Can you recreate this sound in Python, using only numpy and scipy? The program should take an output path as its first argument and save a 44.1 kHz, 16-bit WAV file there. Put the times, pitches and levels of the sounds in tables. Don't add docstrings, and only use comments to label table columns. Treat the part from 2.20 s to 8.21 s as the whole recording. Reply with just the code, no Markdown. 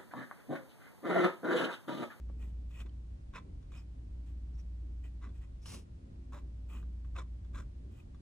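import sys
import numpy as np
from scipy import signal
from scipy.fft import rfft, irfft, next_fast_len
from scipy.io import wavfile

SR = 44100
rng = np.random.default_rng(int(sys.argv[2]) if len(sys.argv) > 2 else 0)


def dump(signal):
    limited = np.clip(np.atleast_2d(signal).T, -1, 1)
    pcm = np.round(limited * 32767).astype(np.int16)
    wavfile.write(sys.argv[1], SR, pcm)


N = 265118
T = np.arange(N) / SR
FFT_SIZE = 2 * next_fast_len(N // 2 + 1)
BINS = np.fft.rfftfreq(FFT_SIZE, 1 / SR)
CONTACT_HZ, CONTACT_WIDTH_HZ = 1136, 225

# start_s, length_s, level_db,
# rise_share, treble_db, bite_db, page_db, contact_hz, contact_db, sheen_db
PUSHES = [ (1.126, 0.088, -53.5, 0.39, -8.5, 3, -10.5, 1100, -4, -81),
          (3.006, 0.092, -59.5, 0.28, -6, 0, -18.5, 1140, 0, -85),
          (4.117, 0.1, -56, 0.18, 3, -6, -2.5, 1090, 6, -72),
          (4.943, 0.091, -52, 0.52, 2.5, -3.5, -2.5, 1170, -1, -84),
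          (5.329, 0.12, -56.5, 0.3, 6, -3.5, -7.5, 1190, 0.5, -74), ]
# start_s, length_s, level_db, rise_share, tines_db, contact_db, lowest_mode_db, sheen_db
PULLS = [ (0.177, 0.097, -71, 0.55, 0.5, -9, 2.5, -71), (0.254, 0.079, -80.5, 0.38, -12, -9, 10, -81),
         (0.487, 0.17, -70, 0.46, 5.5, -10.5, -3, -70.5), (0.577, 0.055, -66, 0.62, 2, -12, -2, -79),
         (1.495, 0.15, -70, 0.47, -1.5, -5, -10, -77), (2.041, 0.11, -81, .35, -5.5, -15, -6, -82),
         (2.362, 0.064, -79, 0.54, -9, -12, -2, -85), (2.829, 0.077, -72, 0.3, 3.5, -17, 0, -77),
         (3.131, 0.084, -80.5, 0.4, -1, -8, 0, -83), (3.204, 0.063, -74.5, 0.38, 0, -3, 3, -83),
         (4.477, 0.165, -68, 0.3, 3.5, -1, -4, -68.5), (5.695, 0.096, -81, 0.38, -3, -8, -7, -80),
         (5.76, 0.083, -77, 0.35, 1, -3.5, -7, -77), ]
# frequency_hz, side_minus_mid_db
PUSH_SIDE = [(400, -3.5), (1100, -11), (2500, -7), (3700, -2), (5200, -2), (8000, -3), (11000, 5),
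             (15000, 28)]
PULL_SIDE = [(400, -7), (1200, -12), (2500, -3), (4400, -0.5), (8000, -2), (11000, 10), (12700, 8),
             (13400, 16), (15000, 26)]
SLIDE_SIDE = [(400, 3), (2000, -10), (3300, -4), (4700, 2.5), (5800, -7), (8500, 2), (10400, 4),
              (11500, 15), (13000, 24), (15300, 50)]
AIR_SIDE = [(50, -33), (110, -18), (200, -8), (380, 1), (700, 10), (1300, 3.5), (2400, 2.5), (8000, -1.5),
            (12000, 12.5), (15000, -2.5)]


def pushed_nib():
    slips = fibres(per_s=2100, spread_db=2.5) * undb(1.56 * walk(64))
    scratch = 0
    for start, length, db, rise, treble_db, bite_db, page_db, contact_hz, contact_db, _ in PUSHES:
        force = slips * stroke(start, length, db, rise)
        ring = shape(force, pen_body(page_db, contact_hz, contact_db))
        scratch += brighten(brighten(ring, bite_db, corner_hz=1700), treble_db)
    return ports(scratch, PUSH_SIDE, diffuse=0.48)


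def pen_body(page_db, contact_hz=CONTACT_HZ, contact_db=-2, vary_db=3.0, paper_db=-3):
    # frequency_hz, width_hz, level_db
    pen_modes = [(1020, 80, -2.5), (1450, 260, -7), (1595, 140, -9.5), (2004, 110, -10), (2300, 130, -11.5),
                 (2570, 110, -13.5), (3470, 120, -16.5), (3750, 260, -21.5), (5130, 190, -20.5),
                 (5710, 150, -20), (6740, 200, -24.5), (7850, 170, -23.5), (8990, 150, -30)]
    page_modes = [(207, 76, 9.5), (306, 220, 5.5), (395, 140, -1.5), (588, 73, 12.5), (730, 690, -1)]
    # frequency_hz, density_db
    push_colour = [(210, -24), (350, -7), (492, 1), (592, -9), (820, -18.5), (1020, -1), (1300, -3),
                   (2700, -13.5), (3040, -17.5), (3900, -12.5), (4680, -30), (6880, -19.5), (8500, -30.5),
                   (11500, -37), (12800, -46), (14000, -59), (15500, -62)]
    gripped = [(hz, width, db + vary_db * rng.standard_normal()) for hz, width, db in pen_modes]
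    ring = unit(resonances(gripped + [(contact_hz, CONTACT_WIDTH_HZ, contact_db)]))
    paper = undb(paper_db) * unit(radiated(push_colour, low_hz=593))
    page = undb(page_db) * unit(resonances(page_modes))
    return causal(np.hypot(np.hypot(ring, paper), page))


def pulled_nib(gain_db=3.5, flex=0.009, vary_db=0.5, catch_db=-14, catch_hz=7700, catch_width_hz=1900):
    # frequency_hz, density_db
    pull_colour = [(300, -7), (600, -0.5), (850, -6.5), (1150, -4.5), (1600, -6), (2700, -9), (3600, -10.5),
                   (4500, -22.5), (6300, -15.5), (7800, -15.5), (9200, -26.5), (12700, -28), (13400, -38),
                   (15500, -49.5)]
    # frequency_hz, width_hz, level_db
    tine_modes = [(1924, 140, 4.5), (2500, 190, 6.5), (2870, 180, -2), (3120, 180, -1), (5340, 140, -13.5),
                  (7240, 360, -14.5), (7700, 250, -7.5)]
    hiss = excite(fibres(per_s=8000, spread_db=3.0), radiated(pull_colour, low_hz=254))
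    catches = excite(fibres(per_s=260, spread_db=1.0), resonances([(catch_hz, catch_width_hz, 0)]))
    slips = fibres(per_s=2200, spread_db=2.0)
    contact = excite(slips, resonances([(CONTACT_HZ, 2 * CONTACT_WIDTH_HZ, 0)]))
    bent_time = T + flex * np.cumsum(walk(5.7)) / SR
    glide = 0
    for start, length, db, rise, tines_db, contact_db, lowest_db, _ in PULLS:
        tines = resonances([(hz, width, level + lowest_db * (k == 0) + vary_db * rng.standard_normal())
                            for k, (hz, width, level) in enumerate(tine_modes)])
        rasp = np.interp(bent_time, T, unit(shape(slips, tines)))
        friction = (hiss + undb(tines_db) * rasp + undb(catch_db) * catches) / np.hypot(1, undb(tines_db))
        glide += stroke(start, length, db, rise) * (friction + undb(contact_db) * contact)
    return undb(gain_db) * ports(glide * undb(1.13 * walk(55)), PULL_SIDE, diffuse=0.6)


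def tip_sheen(flicker_db=1.6, speed_power=0.67):
    # frequency_hz, width_hz, level_db
    tip_modes = [(6770, 540, -7.5), (7700, 450, -3), (9730, 440, -6), (10860, 430, -9.5), (12480, 480, -3),
                 (14700, 1700, 3.5)]
    # frequency_hz, side_minus_mid_db
    tip_side = [(8000, -1.5), (12600, 8), (14000, 35.5)]
    contact = sum(stroke(start, length, db, rise, speed_power)
                  for start, length, _, rise, *_, db in PUSHES + PULLS)
    ring = excite(fibres(per_s=5000, spread_db=2.0), resonances(tip_modes))
    sheen = ring * contact * undb(flicker_db * walk(60))
    mid = shape(sheen, 1 / np.hypot(1, gain_at(tip_side, BINS)))
    return ports(mid, tip_side, diffuse=0.6)


def tine_flicks(decay_s=0.0031, overtone_ratio=1.4, overtone_db=-9):
    # start_s, level_db, pitch_hz
    flicks = [(0.225, -65, 2500), (0.541, -60.5, 2500), (0.559, -57.5, 2480), (0.603, -54.5, 3090),
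              (0.694, -63.5, 3100), (1.15, -52, 2660), (1.540, -55.5, 2460), (1.552, -57, 2500),
              (1.581, -60, 2520), (3.458, -49.5, 2950), (4.499, -59, 2460), (4.570, -61, 2890),
              (4.964, -48, 2580)]
    rings = 0
    for start, db, hz in flicks:
        age = np.clip(T - start, 0, 0.1)
        phase = 2 * np.pi * hz * age
        partials = np.sin(phase) + undb(overtone_db) * np.sin(overtone_ratio * phase)
        rings += undb(db) * np.exp(-age / decay_s) * partials
    return ports(rings, PULL_SIDE[:5], diffuse=0.46)


def nib_ticks(gain_db=6, crunch_s=0.0088, crunch=0.15, blow_samples=2048):
    # start_s, level_db, treble_db
    ticks = [(0.091, -59, -7), (0.509, -61.5, 9), (0.604, -50, 0), (0.616, -51, 4), (0.661, -50.5, -3),
             (1.427, -65, 8), (1.520, -55.5, 6), (3.091, -59, 0), (3.429, -72, 12), (3.458, -49.5, 3),
             (4.132, -50.5, -2), (4.157, -54, -5), (4.187, -54, 2), (4.572, -55, -3), (4.628, -55.5, -9),
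             (4.847, -56, -12), (4.956, -49, -12), (4.965, -39, -17), (4.986, -38.5, -2), (5.247, -61, 2),
             (5.347, -46, -5), (5.946, -58.5, 0)]
    start_s, level_db, treble_db = np.transpose(ticks)
    body = pen_body(page_db=-14)
    force = np.zeros(N)
    for start, size in zip((start_s * SR).astype(int), undb(level_db)):
        blow = crunch * rng.standard_normal(blow_samples) * np.exp(-T[:blow_samples] / crunch_s)
        blow[0] = 1
        force[start:start + blow_samples] += size * blow[:N - start]
    taps = brighten(shape(force, body), np.interp(T, start_s, treble_db))
    return undb(gain_db) * ports(taps, PUSH_SIDE, diffuse=0.34)


def page_knocks(gain_db=-4):
    # start_s, decay_s, level_db
    knocks = [(0.098, 0.0051, -42), (0.652, 0.018, -52.5), (2.85, 0.015, -52), (3.527, 0.047, -55.5)]
    # frequency_hz, density_db
    knock_colour = [(90, -4.5), (180, 1), (400, -5.5), (650, -12.5), (900, -21.5), (1300, -22),
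                    (1800, -36.5), (12000, -71)]
    settling = sum(undb(db) * (T > at) * np.exp(-np.abs(T - at) / decay) for at, decay, db in knocks)
    page = causal(unit(gain_at(knock_colour, BINS)))
    rustle = shape(rng.standard_normal(N) * settling, page)
    return undb(gain_db) * ports(rustle, PUSH_SIDE[:3], diffuse=0.39)


def paper_squeaks(width_hz=700):
    # centre_s, length_s, level_db, pitch_hz
    squeaks = [(1.586, 0.049, -73, 5210), (2.353, 0.023, -80, 5600), (2.4, 0.032, -72.5, 5680),
               (3.43, 0.031, -74, 5530), (3.477, 0.03, -58, 5400)]
    noise, rings = rng.standard_normal(N), 0
    for centre, length, db, hz in squeaks:
        rings += unit(shape(noise, resonances([(hz, width_hz, 0)]))) * swell(centre, length, db)
    return ports(rings, SLIDE_SIDE, diffuse=0.45)


def hand_slide(gain_db=1):
    # frequency_hz, density_db
    slide_colour = [(150, -7), (370, 8), (700, 3), (1100, 6), (1700, -2), (2850, 6), (3600, -2), (4600, -1),
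                    (5300, 4.5), (6700, 1.5), (8800, -3), (10400, 0), (11500, -22), (15500, -46)]
    slips = fibres(per_s=20000, spread_db=1.0) * undb(1.4 * walk(55)) * hand_pressure()
    swish = shape(slips, causal(unit(radiated(slide_colour, low_hz=246))))
    return undb(gain_db) * ports(swish, SLIDE_SIDE, diffuse=0.64)


def hand_pressure(touch_s=3.414, press_s=3.451, slows_s=3.5535, attack_s=0.011, release_s=0.11):
    touch_db, press_db, sag_db_per_s = -75.5, -59, -4
    touch = undb(touch_db) * np.clip((T - touch_s) / attack_s, 0, 1)
    sliding_s = np.clip(T - press_s, 0, 1)
    press = undb(press_db + sag_db_per_s * sliding_s) * np.minimum(sliding_s / attack_s, 1)
    return (touch + press) * np.clip(1 - (T - slows_s) / release_s, 0, 1) ** 2


def low_swells(band_hz=190, width_hz=260):
    # centre_s, length_s, level_db
    swells = [(0.2, 0.44, -62), (1.28, 0.3, -60.5), (1.81, 0.08, -66), (2.661, 0.19, -65.5),
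              (3.08, 0.12, -58.5), (3.57, 0.092, -56.5), (3.86, 0.25, -64), (4.22, 0.26, -63),
              (4.562, 0.19, -58), (5.36, 0.14, -58.5), (5.65, 0.17, -62)]
    envelope = sum(swell(*row) for row in swells)
    colour = resonances([(band_hz, width_hz, 0)]) * radiated([(400, -3.5), (1200, -9.5)], low_hz=111)
    rumble = unit(shape(rng.standard_normal(N), colour))
    return ports(rumble * envelope, AIR_SIDE[:3], diffuse=0.38)


def room(x, t60_s=0.21, wet_db=-12.0, dull_hz=4000):
    tail = rng.standard_normal((2, N)) * np.exp(-np.log(1000) * T / t60_s) * (T > .005)
    response = rfft(tail, FFT_SIZE) / np.linalg.norm(tail[0]) / np.hypot(1, BINS / dull_hz)
    return undb(wet_db) * shape(x.mean(axis=0), response)


def motors(motor_hz=58.95, beat_hz=.428, strong_db=-46.5, weak_db=-49, in_step_s=0.15, waver_db=2.5):
    # pitch_hz, level_db
    tones = [(85.4, -61), (128.1, -72), (174.2, -72.5), (213.5, -75), (258, -74.5), (298.9, -75),
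             (351.2, -77.5), (582, -90)]
    phase_per_hz = 2 * np.pi * (T - in_step_s)
    offset = rng.uniform(0, 2 * np.pi)
    hum = undb(strong_db) * np.sin(motor_hz * phase_per_hz + offset)
    hum += undb(weak_db) * np.sin((motor_hz - beat_hz) * phase_per_hz + offset)
    for hz, db in tones:
        hum += undb(db + waver_db * walk(1.5)) * np.sin(2 * np.pi * (hz * T + rng.random()))
    return np.sqrt(2) * hum


def ventilation(flutter_db=1.46, rumble_hz=500):
    # frequency_hz, density_db
    air_colour = [(20, -79.5), (33, -83), (41, -65.5), (50, -70), (65, -67.5), (95, -73.5), (150, -81.5),
                  (260, -89), (400, -99), (700, -109), (1300, -114.5), (4000, -119.5), (9500, -126),
                  (12000, -148), (16000, -148)]
    density = gain_at(air_colour, BINS) * np.sqrt(SR / 2)
    mid = shape(rng.standard_normal(N), density)
    side = shape(rng.standard_normal(N), density * gain_at(AIR_SIDE, BINS))
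    air = np.array([mid + side, mid - side])
    rumble = shape(air, 1 / (1 + (BINS / rumble_hz) ** 2))
    return air + rumble * (undb(flutter_db * walk(10)) - 1)


def stroke(start_s, length_s, db, rise_share, speed_power=1.58):
    fastest_s = start_s + length_s * np.clip(rise_share, .05, .95)
    speed = np.sin(np.pi / 2 * np.interp(T, [start_s, fastest_s, start_s + length_s], [0, 1, 0]))
    return undb(db) * speed ** speed_power


def fibres(per_s, spread_db):
    slips = rng.random(N) < per_s / SR
    size = undb(spread_db * np.minimum(rng.exponential(size=N), 4))
    return unit(slips * size * rng.choice([-1, 1], N))


def ports(x, side, diffuse, scatter_s=0.0061):
    scatter = rng.standard_normal(N) * np.exp(-T / scatter_s)
    scattered = np.sqrt(diffuse) * rfft(scatter, FFT_SIZE) / np.linalg.norm(scatter)
    direct = 1j * np.sqrt(1 - diffuse)
    difference = shape(x, gain_at(side, BINS) * (direct + scattered))
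    return np.array([x + difference, x - difference])


def resonances(modes):
    return np.sqrt(sum(undb(2 * db) / (1 + (2 * (BINS - hz) / width) ** 2) ** 2
                       for hz, width, db in modes))


def radiated(colour, low_hz):
    return gain_at(colour, BINS) * BINS ** 2 / (BINS ** 2 + low_hz ** 2)


def excite(force, gain):
    return unit(shape(force, causal(gain)))


def causal(gain):
    cepstrum = irfft(np.log(gain + 1e-9), FFT_SIZE)
    fold = np.r_[1, np.full(FFT_SIZE // 2 - 1, 2), np.zeros(FFT_SIZE // 2)]
    return np.exp(rfft(cepstrum * fold))


def brighten(x, db, corner_hz=3500):
    treble = shape(x, 1 - 1 / (1 + (BINS / corner_hz) ** 4))
    return x + (undb(db) - 1) * treble


def shape(x, response):
    return irfft(rfft(x, FFT_SIZE) * response, FFT_SIZE)[..., :N]


def swell(centre_s, length_s, db):
    return undb(db) * np.exp(-(2 * (T - centre_s) / length_s) ** 2)


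def walk(rate_hz):
    return unit(shape(rng.standard_normal(N), np.exp(-(BINS / rate_hz) ** 2)))


def gain_at(points, hz):
    point_hz, db = np.transpose(points)
    return undb(np.interp(np.log(hz + 1), np.log(point_hz), db))


def undb(db):
    return 10 ** (np.asarray(db) / 20)


def unit(x):
    return x / np.sqrt(np.mean(x ** 2))


def scene():
    nib = pushed_nib() + pulled_nib() + tip_sheen() + tine_flicks() + nib_ticks()
    near = nib + page_knocks() + paper_squeaks() + hand_slide() + low_swells()
    return near + room(near) + motors() + ventilation()


def record(dry):
    top_hz = 15750
    return signal.sosfilt(signal.ellip(10, .1, 80, top_hz, fs=SR, output="sos"), dry)


dry = scene()
out = record(dry)
dump(out)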